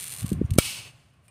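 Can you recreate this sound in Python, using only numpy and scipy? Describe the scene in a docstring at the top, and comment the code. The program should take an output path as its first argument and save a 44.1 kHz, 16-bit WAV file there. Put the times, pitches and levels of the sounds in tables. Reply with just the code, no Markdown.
"""A glass cutter runs along a ruler over a sheet of glass on a table, in a quietly rumbling workshop.
Its wheel chips the glass in quick ticks that slow down, while puffs of air buffet the close microphone.
The wheel stalls, squeaks, ticks a few more times and drops off the edge with a sharp click and a thud.
A gritty whirr follows, probably the freed wheel running out. Last, the lifted tool clinks faintly
and gives one small tap."""
import sys
import numpy as np
from scipy import signal
from scipy.fft import rfft, irfft
from scipy.io import wavfile

SR = 44100
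rng = np.random.default_rng(int(sys.argv[2]) if len(sys.argv) > 2 else 0)


def wrap_up_sound(samples):
    """Save the sound to the file named by the first command line argument, as 16-bit audio."""
    columns = np.atleast_2d(samples).T
    # keep every value between -1 and 1, then stretch to whole-number steps
    tamed = np.clip(columns, -1, 1)
    steps = np.round(tamed * 32767).astype(np.int16)
    wavfile.write(sys.argv[1], SR, steps)


N = 57330  # 1.3 seconds
EDGE_S = .585  # when the wheel drops off the glass


def undb(db):
    """Turn decibels into a gain to multiply by."""
    return 10 ** (np.asarray(db) / 20)


def unit(x):
    """Scale to an average power of 1."""
    return x / np.sqrt(np.mean(x ** 2))


def clock():
    """Time of every sample, in seconds."""
    return np.arange(N) / SR


def noise():
    """Fresh white noise: an even hiss."""
    return rng.standard_normal(N)


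def curve(points):
    """A gain that glides through points (t/s, level/dB)."""
    return undb(np.interp(clock(), *np.array(points).T))


def fade(start_s, decay_s):
    """A gain that jumps to 1 and dies away."""
    age = clock() - start_s
    return (age >= 0) * np.exp(-np.clip(age / decay_s, 0, 20))


def strikes(events):
    """One single-sample kick for each event (t/s, level/dB)."""
    out = np.zeros(N)
    for s, db in events:
        out[int(np.clip(s * SR, 0, N - 1))] += undb(db)
    return out


def colour(x, points):
    """Shape the tone along points (f/Hz, level/dB); white noise keeps its overall power."""
    hz, db = np.array(points).T
    freqs = np.maximum(np.fft.rfftfreq(2 * N, 1 / SR), 1)
    gain = unit(undb(np.interp(np.log(freqs), np.log(hz), db)))
    # fold the filter so that nothing sounds before its cause
    cepstrum = irfft(np.log(gain))
    cepstrum[1:N] *= 2
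    cepstrum[N + 1:] = 0
    return irfft(rfft(x, 2 * N) * np.exp(rfft(cepstrum)))[:N]


def ring(x, notes):
    """Let x ring notes (f/Hz, width/Hz, level/dB). Narrow ones last longer; neighbours swing opposite."""
    return sum((-1) ** k * undb(db) * signal.lfilter(*signal.iirpeak(hz, hz / width, SR), x)
               for k, (hz, width, db) in enumerate(notes))


def lowpass(x, hz):
    """Gently dull the sound above hz."""
    return signal.lfilter(*signal.butter(1, hz, fs=SR), x)


# chips breaking under the wheel: t/s, relative level/dB
CHIP_TICKS = [(.0001, -32), (.0079, -30), (.0128, -36), (.0187, -33), (.0242, -31), (.0299, -32),
              (.0352, -34), (.0409, -29), (.0531, -33), (.0617, -34), (.0668, -33), (.0728, -33),
              (.0794, -31), (.083, -37), (.0941, -33), (.1029, -33), (.1106, -34), (.1167, -34),
              (.1217, -31), (.1242, -32), (.1301, -32), (.1371, -30), (.1465, -34), (.1505, -37),
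              (.1633, -33), (.1731, -34), (.1846, -32), (.1935, -33), (.2, -33), (.2071, -31), (.2192, -35),
              (.2285, -35), (.2589, -39), (.2638, -33), (.2797, -36), (.2912, -34), (.2955, -40),
              (.3023, -36), (.3188, -41), (.3299, -34), (.5064, -33), (.5352, -41), (.5378, -36),
              (.5543, -43), (.578, -33), (.5798, -31), (.5822, -27)]
# tone of the chipping: f/Hz, relative level/dB
CHIP_TONE = [(200, -12), (700, -12), (1500, -1.5), (2800, 4), (5200, -2.5), (7000, -3.5), (9000, 9),
             (12000, -3), (15500, -4.5)]
# soft rubbing of tool and hand along the ruler: t/s, relative level/dB
RUB_LEVELS = [(0, -42), (.22, -44.5), (.33, -56), (.39, -65.5), (.435, -68.5), (.455, -60.5), (.485, -72),
              (.6, -67.5), (1.21, -84.5), (1.255, -64), (1.3, -79)]
# notes of the cutter pressed on the glass: f/Hz, width/Hz, relative level/dB
PRESSED_CUTTER_NOTES = [(2840, 89, -6.5), (3960, 130, -4), (4300, 160, -8), (6170, 110, -3.5),
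                        (7260, 150, -8), (8270, 180, -3), (8820, 110, -1.5), (8760, 57, -1.5),
                        (9700, 37, -4.5), (11000, 80, -8), (11530, 110, -1), (12300, 90, -7),
                        (13100, 160, -6)]
# shrill notes of the rolling wheel: f/Hz, width/Hz, relative level/dB
SHRILL_NOTES = [(8300, 120, -5.5), (9430, 110, 7), (9470, 110, -0.5)]

def chipping():
    """Each chip is a snap that rings cutter and glass, plus a puff of grit; the tool rubs in between."""
    chip_power = sum((undb(db - 3.5) * fade(s, decay_s=.0036)) ** 2 for s, db in CHIP_TICKS)
    grit = np.sqrt(chip_power + curve(RUB_LEVELS) ** 2) * noise()
    snaps = strikes(CHIP_TICKS)
    echo_burst = fade(0, decay_s=.0038) * noise()  # every chip echoes through the glass the same way
    sheet = undb(-1) * signal.fftconvolve(snaps, echo_burst)[:N]
    cutter = ring(undb(.5) * grit + undb(29) * snaps, PRESSED_CUTTER_NOTES)
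    rolling = curve([(.14, 32), (.43, 24)])  # the shrill notes weaken as the wheel slows
    shrill = ring(rolling * snaps, SHRILL_NOTES)
    return undb(-4) * colour(grit + sheet, CHIP_TONE) + cutter + shrill


# tone of hand and ruler moving on the table: f/Hz, relative level/dB
HAND_TONE = [(40, -9), (120, 5.5), (250, -1), (500, -3.5), (750, 1), (900, -12), (1100, 5), (1300, -5),
             (2100, -6), (4000, -18.5), (12000, -36)]
# how loud they are: t/s, level/dB
HAND_LEVELS = [(0, -75), (.25, -51.5), (.4, -57.5), (.6, -64), (.8, -57.5), (.835, -66), (.87, -53.5),
               (.91, -70.5), (1.2, -72.5), (1.26, -75), (1.29, -66)]

def hand():
    """The hand shifts on the ruler with a dull shuffle."""
    return colour(noise(), HAND_TONE) * curve(HAND_LEVELS)


# tone of the workshop's background: f/Hz, relative level/dB
WORKSHOP_TONE = [(25, -24.5), (60, -3.5), (120, 7.5), (200, -7.5), (320, -15.5), (600, -15.5), (1100, -17),
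                 (1800, -21), (2800, -22), (4500, -37), (9000, -39), (15000, -52)]

def workshop():
    """Low background noise that sinks towards the end."""
    return colour(noise(), WORKSHOP_TONE) * curve([(.84, -50.5), (1.1, -62.5)])


# puffs of air on the microphone: t/s, peak level/dB, width/s
AIR_PUFFS = [(0.2463, -16, 0.0017), (0.3188, -15.5, 0.00093), (0.3245, -17.5, 0.0015),
             (0.4163, -10.5, 0.00088), (0.4165, -19.5, 0.0016), (0.518, -12.5, 0.0026),
             (0.5635, -21.5, 0.0013)]
# tone of the air's flutter: f/Hz, relative level/dB
FLUTTER_TONE = [(25, -32.5), (50, -18), (75, 5.5), (150, -2.5), (260, -15), (400, -29), (700, -55.5),
                (2000, -82)]
# how loud the flutter is: t/s, level/dB
FLUTTER_LEVELS = [(.19, -74), (.23, -33.5), (.27, -36), (.295, -40.5), (.33, -19.5), (.37, -29),
                  (.42, -23.5), (.45, -30), (.47, -50), (.5, -31.5), (.56, -30.5), (.58, -42.5), (.62, -54),
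                  (.66, -46.5), (.74, -66)]

def air():
    """Swirls of air pass the microphone, each a smooth dip in pressure, amid low flutter."""
    pressure = colour(noise(), FLUTTER_TONE) * curve(FLUTTER_LEVELS)
    for s, db, width in AIR_PUFFS:
        offset_squared = ((clock() - s) / width) ** 2
        pressure -= undb(db) * (1 - offset_squared) * np.exp(-offset_squared / 2)
    return pressure


# notes of the slipping wheel: f/Hz, width/Hz, relative level/dB
SQUEAK_NOTES = [(5800, 120, 1.5), (6800, 250, -4.5), (8700, 200, 0)]

def squeak(at_s=.458, width_s=.007):
    """The stalled wheel slips for a moment."""
    slip = np.exp(-((clock() - at_s) / width_s) ** 2 / 2)
    return undb(-47) * ring(slip * noise(), SQUEAK_NOTES)


# tone of the splintering edge: f/Hz, relative level/dB
SPLINTER_TONE = [(300, -8), (950, -7.5), (1350, 0.5), (1900, -2), (2300, 2.5), (3200, 3.5), (4800, -2),
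                 (7000, -5), (8500, 4.5), (12000, -1), (15000, -6)]
# notes of the glass struck at its edge: f/Hz, width/Hz, relative level/dB
GLASS_NOTES = [(1320, 110, -2), (1708, 78, -6.5), (2285, 49, 3.5), (2840, 33, 1.5), (3240, 33, 1),
               (3890, 160, -6.5), (4290, 44, -3.5), (5350, 140, -6.5), (6390, 180, -3.5), (8100, 72, -1),
               (8670, 110, 2.5), (10170, 200, -3), (14900, 110, -7.5), (15000, 180, -6.5)]

def edge_click(spread_s=.002):
    """The wheel snaps off the edge: glass splinters and rings, its notes starting a little apart."""
    splinters = undb(-12.5) * fade(EDGE_S, decay_s=.0062) * noise()
    arrivals = EDGE_S + spread_s * rng.random(len(GLASS_NOTES))
    sheet = sum(ring(strikes([(s, 20)]), [note]) for s, note in zip(arrivals, GLASS_NOTES))
    return colour(splinters, SPLINTER_TONE) + sheet


# low, quickly dying notes of the glass on the table: f/Hz, width/Hz, relative level/dB
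TABLE_NOTES = [(115, 130, -1.5), (225, 320, -1.5), (560, 220, -1)]

def thud(contact_s=.0016):
    """The cutter lands: one short push on the table starts all its notes in the same direction."""
    push = np.sin(np.pi * np.clip((clock() - EDGE_S) / contact_s, 0, 1))
    return undb(1) * sum(ring(push, [note]) for note in TABLE_NOTES)


# rise and fall of the whirr: t/s, relative level/dB
WHIRR_LEVELS = [(.585, -40), (.62, -31.5), (.66, -29), (.71, -31), (.745, -34.5), (.785, -35.5),
                (.82, -41.5), (.885, -46.5), (.925, -60), (1.02, -63.5), (1.2, -75)]
# tone of the whirr: f/Hz, relative level/dB
WHIRR_TONE = [(300, -17.5), (1000, -9.5), (1850, -8), (2150, 0), (3000, 2.5), (3700, 0.5), (5200, 0.5),
              (5900, -4.5), (9000, 0.5), (12000, -7), (15500, -12)]
# notes of the cutter once it is free: f/Hz, width/Hz, relative level/dB
FREE_CUTTER_NOTES = [(2294, 34, -2.5), (2586, 28, 5), (2830, 77, -0.5), (2918, 21, 1.5), (3000, 25, -2.5),
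                     (3420, 90, -11), (4415, 80, -6), (6280, 100, -6.5), (8120, 80, -7), (8700, 40, -2.5),
                     (9420, 180, -9)]

def whirr(hits_per_s=9000, treble_fade_db_per_s=58, ring_gain_db_per_s=8.5):
    """Countless tiny hits swell and die; as the wheel runs down, the treble goes and the ring lingers."""
    slowing_s = np.clip(clock() - .68, 0, .25)

    def contacts():
        hits = rng.random(N) < hits_per_s / SR
        grains = unit(hits * rng.choice([-1, 1], N) * undb(rng.exponential(size=N)))
        low = lowpass(grains, hz=6700)
        treble = (grains - low) * undb(-treble_fade_db_per_s * slowing_s)
        return (clock() > EDGE_S) * curve(WHIRR_LEVELS) * (low + treble)

    grit = undb(-3) * colour(contacts(), WHIRR_TONE)
    ring_gain = undb(9 + ring_gain_db_per_s * slowing_s)
    return grit + ring(contacts() * ring_gain, FREE_CUTTER_NOTES)


# clinks of the lifted cutter: t/s, relative level/dB
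CLINKS = [(1.104, -72), (1.137, -68), (1.17, -77), (1.281, -51)]
# the notes they ring: f/Hz, width/Hz, relative level/dB
CLINK_NOTES = [(2440, 33, 12), (2880, 50, 9), (8640, 47, 10), (9600, 120, -4)]

def clinks():
    """Light knocks ring the lifted cutter, each with a tick as bright as a chip; the last is loudest."""
    grit = sum(undb(db) * fade(s, decay_s=.0048) for s, db in CLINKS) * noise()
    ringing = ring(grit + 6 * strikes(CLINKS), CLINK_NOTES)
    return undb(-3) * colour(grit, CHIP_TONE) + undb(6.5) * ringing


def room(x):
    """Add quick echoes from table and body, and a faint dull tail."""
    def tail(fall_60_db_s):
        echoes = noise() * fade(.009, decay_s=fall_60_db_s / np.log(1000))
        return echoes / np.linalg.norm(echoes)

    early = undb(-16) * tail(.11)
    late = undb(-24) * lowpass(tail(.71), hz=4050)
    return x + signal.fftconvolve(x, early + late)[:N]


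def scene():
    """Everything meets at one close microphone; only the bright sounds get echoes."""
    bright = chipping() + squeak() + edge_click() + whirr() + clinks()
    dull = hand() + workshop() + air() + thud()
    return (room(bright) + dull)[None]


def record(dry):
    """Drop the deepest rumble, clip the loudest peaks and cut the highest treble."""
    low_cut = signal.butter(2, 40, "high", fs=SR)
    high_cut = signal.ellip(10, .2, 90, 15450, fs=SR, output="sos")
    clipped = np.clip(signal.lfilter(*low_cut, dry), -.88, .88)
    return signal.sosfilt(high_cut, clipped)


dry = scene()
out = record(dry)
wrap_up_sound(out)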